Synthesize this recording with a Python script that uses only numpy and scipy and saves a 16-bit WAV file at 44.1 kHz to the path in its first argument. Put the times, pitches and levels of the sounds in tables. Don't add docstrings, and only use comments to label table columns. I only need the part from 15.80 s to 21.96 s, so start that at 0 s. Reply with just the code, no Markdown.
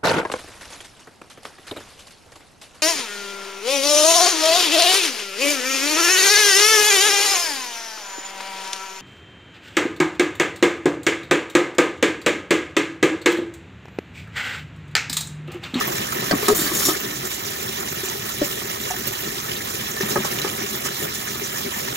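import sys
import numpy as np
from scipy import signal
from scipy.fft import rfft, irfft
from scipy.io import wavfile
from scipy.ndimage import uniform_filter1d

SR = 44100
rng = np.random.default_rng(int(sys.argv[2]) if len(sys.argv) > 2 else 0)


def put_to_file(sound):
    columns = np.atleast_2d(sound).T
    safe = np.clip(columns, -1, 1)
    whole_steps = np.round(safe * 32767)
    wavfile.write(sys.argv[1], SR, whole_steps.astype(np.int16))


def makeup_ratio(level_db):
    decades = np.asarray(level_db, float) / 20
    return 10 ** decades


N = 271656
HZ = np.fft.rfftfreq(N, 1 / SR) + 1e-3


# (frequency in Hz, level in dB, t60 in seconds).
KNOCKS = [
    ([(.5108, -4.5), (.5122, -9), (.5148, -16), (.5178, -8), (.521, -20)], [(274, -15, 0.061), (634, -4, 0.021), (1400, -7, 0.012), (1650, 0, 0.011), (1980, -10, 0.018), (3180, -12, .009), (4200, -9, .011), (4700, -5, 0.012)]),
    ([(.0073, -12), (.0089, -14.5), (.0119, -22)], [(1200, -2.5, 0.024), (1642, -2, .017), (1880, -2, 0.017), (3800, -23, .012)]),
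    ([(.683, -2.5), (.685, -11), (.6885, -3.5), (.693, -17)], [(245, -10, 0.11), (413, -8.5, 0.16), (750, -15, 0.067), (1260, -5, 0.021), (1700, -18, .04), (1880, -11, .04), (3480, -24, 0.038), (3860, -13, 0.014), (6830, -18, 0.018)]),
    ([(.748, -24), (.79, -26)], [(6300, -12, .05), (7100, -1.5, 0.13), (8460, -0.5, .07)]),
    ([(1.04, -19), (1.052, -12.5), (1.066, -15)], [(3790, -10.5, .05), (5640, -2, 0.081), (6990, -10, 0.064), (11300, -8, 0.089)]),
          ([(2.615, -15.5), (2.618, -11.5), (2.628, -16.5)], [(292, -0.5, 0.045), (568, -0.5, 0.11), (1410, -18, 0.043), (1830, -9, .03)]),
    ([(3.1035, -16), (3.109, -15), (3.113, -26), (3.14, -20)], [(727, -4.5, 0.041), (884, -6.5, 0.039), (1750, -7, .025), (2730, -16, 0.042)]),
    ([(4.3578, -13.5), (4.360, -16.5), (4.3625, -17), (4.365, -16), (4.3665, -25)], [(134, -14, .15), (207, -4.5, 0.18), (368, -8, 0.15), (560, -4.5, 0.056), (866, 2, 0.017), (1230, -2, 0.02), (1700, 0.5, 0.025), (2100, -23, .03)]),
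    ([(4.6455, -18), (4.648, -20), (4.652, -24.5), (4.666, -20), (4.678, -25)], [(206, -10, 0.064), (392, -3.5, 0.05), (530, -7, 0.045), (840, -3, 0.033), (1250, -3.5, 0.021), (1710, -5, .025)]),
    ([(4.5865, -12), (4.589, -21)], [(2234, -4.5, 0.015), (2885, 2, .012), (3500, -7, .01), (4160, -8, .012)]),
    ([(4.616, -16), (4.6235, -25)], [(2900, -12, .012), (3980, -3.5, 0.029), (5100, -8, .015)]),
]
CRACK_DB, CRACK_T60_S = -5.5, 0.014


def knocks():
    out, t = np.zeros(N), np.arange(2000) / SR
    for contacts, modes in KNOCKS:
        start, clicks = contacts[0][0] - .01, np.zeros(SR // 3)
        for s, blow_db in contacts:
            clicks[round((s - start) * SR)] = makeup_ratio(blow_db)
            crack = band(rng.standard_normal(len(t)), 570, 6200)
            add(out, s, makeup_ratio(blow_db + CRACK_DB - 60 * t / CRACK_T60_S) * crack)
        ringing = 0
        for k, (hz, level_db, t60_s) in enumerate(modes):
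            ringing = ringing + makeup_ratio(level_db) * (-1) ** k * ring(clicks, hz, t60_s)
        add(out, start, ringing)
    return out


# start in seconds, length in seconds,
# metal level in dB, bucket level in dB, rasp level in dB.
STROKES = [(0.6, 0.035, -48, -40, -30), (0.644, 0.048, -29, -45, -29), (0.686, 0.033, -34, -42, -26),
           (0.746, 0.023, -23, -30, -29), (0.786, 0.09, -25.5, -30, -27), (0.888, 0.04, -32, -46, -28),
           (0.93, 0.012, -25, -42, -37), (0.943, 0.03, -23.5, -42, -30.5), (0.985, 0.055, -23, -40, -29),
           (1.048, 0.02, -18, -33, -27), (1.075, 0.033, -25.5, -31, -24)]
# frequency in Hz, width in Hz, level in dB.
LADDER_HIGH = [(4540, 27, -1), (6300, 55, -10), (6900, 32, -6), (7250, 41, 4), (8460, 44, -6),
               (10900, 56, -13), (13000, 79, -5), (13600, 90, -13), (14300, 82, -1)]
# frequency in Hz, width in Hz, level in dB.
LADDER_LOW = [(3790, 41, -5), (5580, 53, 2), (6500, 93, -2), (6990, 96, 4), (7640, 53, 1), (9340, 61, -13),
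              (11330, 58, -6), (12700, 140, -10), (14700, 150, -7)]
# frequency in Hz, width in Hz, level in dB.
BUCKET = [(240, 42, -14), (318, 20, 14), (413, 54, -3), (560, 89, -30)]
# frequency in Hz, width in Hz, level in dB.
TRAY = [(730, 250, 1), (1195, 15, 10), (1710, 140, 13), (1980, 66, 9.5), (3800, 280, 8), (4600, 200, 6)]
GRIP_S, LET_GO_DB_PER_S, TIRE_DB_PER_S = 0.0054, 330, 17
SUNK_S = .91


def slide():
    t, press = np.arange(N) / SR, 0
    for s, length_s, *levels_db in STROKES:
        tire_db = TIRE_DB_PER_S * np.clip(t - s, 0, length_s)
        let_go_db = LET_GO_DB_PER_S * np.clip(t - s - length_s, 0, 1)
        shape = np.clip((t - s) / GRIP_S, 0, 1) * makeup_ratio(-tire_db - let_go_db)
        press = press + np.outer(makeup_ratio(np.array(levels_db)), shape) ** 2
    metal, wall, rasp = np.sqrt(press)
    sunk = np.clip((t - SUNK_S) / .04 + .5, 0, 1)
    upper = rubbed(LADDER_HIGH, 9000, hiss=2.2, waver_db=3.0)
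    lower = rubbed(LADDER_LOW, 9000, hiss=1.8, waver_db=2.0)
    ladder = np.sqrt(1 - sunk) * upper + np.sqrt(sunk) * lower
    drone = rubbed(BUCKET, 300, hiss=0.47, waver_db=-3.0)
    scrape = rubbed(TRAY, 1500, hiss=1.35, waver_db=4.5)
    return metal * ladder + wall * drone + rasp * scrape


def rubbed(modes, per_s, hiss, waver_db):
    size = 2 * SR
    slips = rms_one(grains(per_s, 1.6)[:size] * makeup_ratio(1.1 * drift(26, size)))
    body = 0
    for hz, width_hz, level_db in modes:
        mode = rms_one(ring(slips, hz, 2.2 / width_hz))
        body = body + makeup_ratio(level_db + waver_db * drift(12, size)) * mode
    low_hz, high_hz = modes[0][0], modes[-1][0]
    friction = rms_one(band(slips, low_hz / 1.57, high_hz * 1.2))
    sound = rms_one(rms_one(body) + hiss * friction)
    return np.pad(sound, (0, N - size))


# start in seconds, length in seconds, frequency in Hz, level in dB.
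SONGS = [(.748, .006, 6440, -30), (.761, .013, 14900, -27), (.762, .008, 12300, -32),
         (.768, 0.0062, 10900, -30), (0.77, 0.018, 8460, -30), (0.79, .012, 7250, -30),
         (.805, 0.051, 7250, -29.5), (0.807, .01, 14200, -29), (.84, .025, 15660, -32),
         (.79, 0.096, 4540, -33), (.948, .012, 7250, -29), (.95, .005, 5800, -28), (.964, .014, 6500, -25),
         (.988, .01, 6510, -25), (.967, .03, 11000, -36), (1.008, .025, 5110, -33), (1.02, .015, 7100, -30),
         (1.037, 0.013, 11330, -31), (1.091, 0.017, 11330, -35), (1.06, .018, 7100, -25),
         (.812, 0.0077, 290, -25.5), (0.832, 0.042, 318, -26.5), (.86, 0.013, 1430, -30),
         (.965, .04, 1895, -32), (1.003, 0.0064, 1265, -26.5), (.915, .012, 1720, -31),
         (1.088, 0.011, 1264, -26), (.686, .026, 7050, -29), (.692, .005, 3950, -22.5),
         (.708, 0.027, 420, -19), (1.04, .006, 5700, -25), (1.051, .03, 5570, -28),
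         (1.055, .012, 3800, -30), (1.26, .17, 293, -38.5)]
SONG_WIDTH, SONG_RISE_S, SONG_T60_S = 0.015, .002, 0.044


def songs():
    out, t = np.zeros(N), np.arange(6000) / SR
    for s, length_s, hz, level_db in SONGS:
        noise = rng.standard_normal(2 * len(t))
        tone = rms_one(ring(noise, hz, 2.2 / (SONG_WIDTH * hz + 12))[len(t):])
        fall = makeup_ratio(level_db - 60 * np.maximum(t - length_s, 0) / SONG_T60_S)
        add(out, s, fall * np.minimum(t / SONG_RISE_S, 1) * tone)
    return out


# start in seconds, peak in dB, ring in Hz, clack in dB.
TAPS = [(0.078, -19.5, 360, -1), (0.421, -21.5, 390, 0), (0.55, -18, 234, -13), (0.526, -9.5, 188, -4),
        (0.534, -5.5, 282, -12), (0.628, -15.5, 420, -4), (0.699, -14, 413, 2), (0.915, -15, 337, -9),
        (1.069, -16, 285, -14), (1.085, -10, 357, -5), (1.114, -13, 327, -10), (2.233, -17, 378, -25),
        (2.818, -22, 365, -2), (2.853, -22, 393, -8.5), (4.171, -14.5, 1786, -14), (4.206, -12, 383, -14),
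        (4.232, -15, 199, -9), (4.372, -9.5, 377, -6.5), (4.386, -15, 224, -22), (4.401, -16.5, 221, -6),
        (4.448, -18.5, 800, 1), (5.058, -20.5, 1780, -6), (5.218, -23.5, 415, -12),
        (5.617, -18.5, 380, -23), (5.744, -21, 1710, -10), (5.861, -18, 230, -17), (5.966, -22, 220, -13)]
TAP_T60_S = 0.075


def taps():
    out, t = np.zeros(N), np.arange(8000) / SR
    for s, peak_db, hz, clack_db in TAPS:
        note = np.sin(2 * np.pi * hz * t) * makeup_ratio(-60 * t / TAP_T60_S) * np.minimum(t / 0.0028, 1)
        noise = rms_one(band(rng.standard_normal(len(t)), 390, 1360))
        clack = noise * makeup_ratio(clack_db - 60 * t / 0.05)
        add(out, s, makeup_ratio(peak_db - 2.5) * (note + clack))
    return out


# start in seconds, peak in dB,
# centre in Hz.
TICKS = [(0.0074, -30, 1810), (0.081, -12, 1780), (0.6828, -6, 1770), (0.6832, 3, 5000), (0.683, -7, 10000),
         (0.686, -7, 5500), (0.5122, -7, 3600), (0.517, -14, 4000), (2.62, -19, 2200), (1.0511, -14, 6500),
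         (1.0586, -14, 9000), (1.4481, -35, 1750), (2.8214, -32, 2280), (3.104, -63, 1770),
         (3.3324, -36, 1760), (4.226, -22, 1400), (4.2344, -30, 2350), (4.4522, -25, 1710),
         (4.586, -15, 2800), (4.6166, -6, 4010), (0.435, -11, 1400), (5.052, -8, 1300), (6.094, -19, 2000)]


def ticks():
    out, t = np.zeros(N), np.arange(600) / SR
    for s, peak_db, hz in TICKS:
        snap = rms_one(band(rng.standard_normal(len(t)), hz / 1.6, hz * 1.7))
        add(out, s, makeup_ratio(peak_db - 3.0 - 60 * t / 0.011) * np.minimum(t / 0.0019, 1) * snap)
    return out


# start in seconds, peak in dB, centre in Hz, left over right in dB.
SPLASHES = [(0.073, -7, 12800, -9), (0.165, -11.5, 6930, 1), (0.597, -18, 5870, -4.5),
            (0.632, -9, 14900, -6), (0.657, -8, 3790, -1.5), (0.686, -12, 6920, 1), (1.055, -8, 5600, -3),
            (1.452, -9, 6700, -13), (1.542, -12.5, 7010, -20), (1.653, -10, 6140, -4),
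            (2.2846, -10.5, 6600, -11), (3.016, -17, 7100, -19), (3.104, -9, 6190, -16),
            (3.271, -3, 13600, -5), (3.333, -15, 14600, 0), (3.761, -11.5, 3840, 18),
            (3.9414, -13, 11700, -7), (4.113, -9.5, 6230, -10), (4.211, -9, 5580, -2.5),
            (4.3, -13, 6310, -14), (4.4543, -31, 6440, -5), (4.9561, -9, 13100, 13), (5.05, -12, 6600, -5),
            (5.487, -13, 5710, -14), (5.657, -11.5, 6330, 10)]
SPLASH_S = 0.016


def splashes():
    out, t = np.zeros((2, N)), np.arange(4000) / SR
    for s, peak_db, hz, pan_db in SPLASHES:
        puff = rms_one(band(rng.standard_normal(len(t)), hz / 1.11, hz * 1.15))
        shape = t / SPLASH_S * np.exp(1 - t / SPLASH_S * 2.84) * 2.77
        pan = makeup_ratio(np.clip(pan_db, -7, 1) * np.array([[.5], [-.5]]))
        add(out, s - .002, makeup_ratio(peak_db - 19.5) * puff * shape * pan)
    return out


# time in seconds, rush in dB.
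FLOW = [
    [(0.0, -32), (0.328, -34), (0.45, -32.5)],
    [(1.2, -34.5), (1.35, -37.5), (1.7, -37), (4.07, -36.5), (4.42, -34), (5.32, -37), (6.16, -36)],
]
# frequency in Hz, level in dB per Hz.
CREEK = [(30, -22), (60, -5.5), (130, -3), (300, -5), (450, -8.5), (600, -5), (1000, -3), (2500, -9.5),
         (4500, -12), (5200, -6), (7000, -6), (7900, -16), (9800, -14), (12500, -10)]
# frequency in Hz, width in Hz, lift in dB.
NEAR_PEAKS = [(130, 29, 5), (216.6, 18, 7.5), (394, 55, 2.5), (555, 89, 3.5), (3246, 1690, 7)]
# frequency in Hz, level in dB.
FAR_SHADE = [(100, 0), (500, -4), (1000, -4), (2400, 1.5), (3200, -3), (6000, -7.5), (7100, -10),
             (7700, -2), (8900, 1), (9300, -8), (14000, -7), (15600, -5)]
# frequency in Hz, width in Hz, lift in dB.
FAR_PEAKS = [(398.6, 145, 15), (516, 47, 4.5), (628, 102, -5), (1273, 270, 8.5), (1400, 720, -7),
             (1780, 220, 10.5), (2690, 246, -9.5), (3986, 130, 8.5), (7100, 260, 11.5)]
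CREEK_DB, BUBBLE_DB = -25, -4.5
SPRAY_FOLLOWS, GURGLE_FOLLOWS = 0.23, 1
GUSH_RUSH, GUSH_GURGLE = 0.74, 0.66
RUMBLE_HZ = 111
NEAR_ECHO_S, NEAR_ECHO = .0054, 0.14


def creek():
    surge_db, spit_db, slosh_db, patch_db, flicker_db = 0.38, 1.18, 1.5, 0.88, 2.0
    flow_s, flow_db = np.transpose(np.vstack(FLOW))
    rush_db = np.interp(np.arange(N) / SR, flow_s, flow_db)
    rush_db, gush_db = rush_db - np.median(rush_db), gushes()
    spray_flow_db = SPRAY_FOLLOWS * rush_db + gush_db
    rush_flow_db = rush_db + GUSH_RUSH * gush_db
    gurgle_flow_db = GURGLE_FOLLOWS * rush_db + GUSH_GURGLE * gush_db
    white, water = rng.standard_normal((2, 3, N)), 0
    surge = surge_db * drift(9.6) + spit_db * drift(93)
    slosh = slosh_db * drift(9.3)
    edges = 25 * 2 ** np.arange(0, 9.5, 1 / 3)
    for k, (low_hz, high_hz) in enumerate(zip(edges, edges[1:])):
        hz = np.sqrt(low_hz * high_hz)
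        if k % 3 == 0:
            patch = patch_db * drift(7.6)
        to_rush, to_spray = np.clip(np.log2(hz / 400), 0, 1), np.clip(np.log2(hz / 2000), 0, 1)
        swell_db = (1 - to_rush) * gurgle_flow_db + (to_rush - to_spray) * rush_flow_db
        swell_db = swell_db + to_spray * spray_flow_db
        swell_db = swell_db + to_rush * surge + (1 - to_rush) * slosh + patch
        swell_db = swell_db + flicker_db * (1 - 0.24 * to_spray) * drift(23.4)
        swell_db = swell_db * np.clip(np.log2(hz / RUMBLE_HZ) + 0.51, .15, 1)
        noise = band(white[k % 2], low_hz, high_hz)
        spread_db = 2.3 + 1.0 * to_rush - .5 * to_spray
        t60_s = (14.7 + 13.0 * to_rush) / hz + 0.0065 * to_spray
        pops = bubbles(hz, .04 * hz + 30, spread_db, t60_s)
        noise[0] += makeup_ratio(BUBBLE_DB) * pops * noise[0].std()
        water = water + makeup_ratio(swell_db) * noise
    both = ports(water[0], water[1:], direct=0.023, diffuse=0.82) * makeup_ratio(at_hz(CREEK, HZ))
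    both[0] *= makeup_ratio(at_hz(FAR_SHADE, HZ)) * peaks(FAR_PEAKS)
    both[1] *= 1 + NEAR_ECHO * np.exp(-2j * np.pi * HZ * NEAR_ECHO_S) / (1 + (HZ / 3000) ** 2)
    both = irfft(both * peaks(NEAR_PEAKS), N)
    return makeup_ratio(CREEK_DB) * both / both[1].std()


def bubbles(hz, per_s, spread_db, t60_s):
    bursts = grains(per_s, spread_db) + 1e-18
    dying = signal.lfilter([1], [1, -makeup_ratio(-60 / (t60_s * SR))], bursts)
    pitch_hz = hz * 2 ** (.13 * drift(25))
    return rms_one(dying * np.sin(2 * np.pi * np.cumsum(pitch_hz) / SR))


# time of the top in seconds, lift in dB.
GUSHES = [(.01, 4), (.165, 1.5), (1.46, 1.5), (1.85, 1.5), (2.0, 2.5), (2.24, 1.5), (2.65, 5.5), (2.715, 5),
          (3.275, 4), (3.42, 3), (3.95, 2), (4.22, 2), (4.312, 7.5), (4.46, 4.5), (4.52, 3.5), (5.05, 4),
          (5.23, 6), (5.77, 3), (5.99, 2.5), (6.1, 1.5)]
GUSH_RISE_S, GUSH_FALL_S = 0.024, 0.033


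def gushes():
    t, out = np.arange(N) / SR, 0
    for s, lift_db in GUSHES:
        rise, fall = 1 + (t - s) / GUSH_RISE_S, 1 - (t - s) / GUSH_FALL_S
        out = out + lift_db * np.clip(np.minimum(rise, fall), 0, 1)
    return out


# frequency in Hz, share common to both.
LIKENESS = [(30, 0.7), (100, 1), (300, 0.92), (900, 0.84), (1300, 0.37), (3200, 0.58), (6000, 0.36),
            (6400, 0.65), (12000, 1)]
PORT_LAG_S, JOINED_HZ = 22 / SR, 6250


def ports(common, own, direct, diffuse):
    turn = -2 * np.pi * HZ * PORT_LAG_S + 0.27 / (1 + (HZ / 250) ** 2)
    late = np.where(HZ < JOINED_HZ, direct + (1 - direct) * np.exp(1j * turn), 1)
    unlike = np.clip(diffuse * (1 - at_hz(LIKENESS, HZ)), 0, 1)
    shared = rfft(common) * np.array([late, late ** 0])
    return np.sqrt(1 - unlike) * shared + np.sqrt(unlike) * rfft(own)


def rms_one(x):
    return x / np.sqrt(np.mean(x ** 2) + 1e-20)


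def at_hz(points, hz):
    points_hz, values = np.transpose(points)
    return np.interp(np.log(hz), np.log(points_hz), values)


def peaks(rows):
    out = 1
    for hz, width_hz, lift_db in rows:
        off, damp = hz ** 2 - HZ ** 2, 1j * HZ * width_hz
        out = out * (off + damp * makeup_ratio(lift_db / 2)) / (off + damp / makeup_ratio(lift_db / 2))
    return out


def drift(rate_hz, size=N):
    r = np.exp(-80 * np.pi * rate_hz / SR)
    noise = rng.standard_normal(size // 40 + 2002)
    slow = signal.lfilter([1], [1, -2 * r, r * r], noise)[2000:]
    slow = slow - uniform_filter1d(slow, size=250)
    return np.interp(np.arange(size) / 40, np.arange(len(slow)), rms_one(slow))


def ring(clicks, hz, t60_s):
    r, w = makeup_ratio(-60 / (t60_s * SR)), 2 * np.pi * hz / SR
    return signal.lfilter([0, np.sin(w)], [1, -2 * r * np.cos(w), r * r], clicks + 1e-18)


def grains(per_s, spread_db):
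    out, at = np.zeros(N), rng.integers(0, N, int(per_s * N / SR))
    size_db = spread_db * np.minimum(rng.exponential(1, len(at)), 5)
    out[at] = makeup_ratio(size_db) * rng.choice([-1, 1], len(at))
    return out


def band(x, low_hz, high_hz):
    edges = np.clip([low_hz, high_hz], 15, .47 * SR)
    return signal.sosfilt(signal.butter(2, edges, "band", fs=SR, output="sos"), x)


def add(track, s, sound):
    at = max(round(s * SR), 0)
    track[..., at:at + sound.shape[-1]] += sound[..., :N - at]


# frequency in Hz, level in dB.
WORK_SHADE = [(150, 2.5), (400, 1.5), (900, 6), (3000, -5.5), (10000, 3.5)]


def scene():
    work = knocks() + slide() + songs() + taps() + ticks()
    water = splashes() + creek()
    t = np.arange(3000) / SR
    smear = rms_one(rng.standard_normal((2, len(t)))) * makeup_ratio(-22.0 - 60 * t / 0.059)
    own = signal.fftconvolve(work[None], smear, axes=1)[:, :N]
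    heard = ports(work, own, direct=0.58, diffuse=0.55) * makeup_ratio(-0.8)
    heard = heard * peaks([(1250, 640, 2.0)])
    heard[0] *= makeup_ratio(at_hz(WORK_SHADE, HZ))
    return water + irfft(heard, N)


def roll_off(x):
    return signal.sosfilt(signal.butter(12, 17090, fs=SR, output="sos"), x)


def record(dry):
    cutoff_hz = 15850
    rounded = 1.364 * np.tanh(dry / 1.43)
    cut = np.clip((cutoff_hz - HZ) / 150 + .5, 0, 1) ** 2
    mix = irfft(rfft(rounded) * cut, N)
    return roll_off(mix)


dry = scene()
out = record(dry)
put_to_file(out)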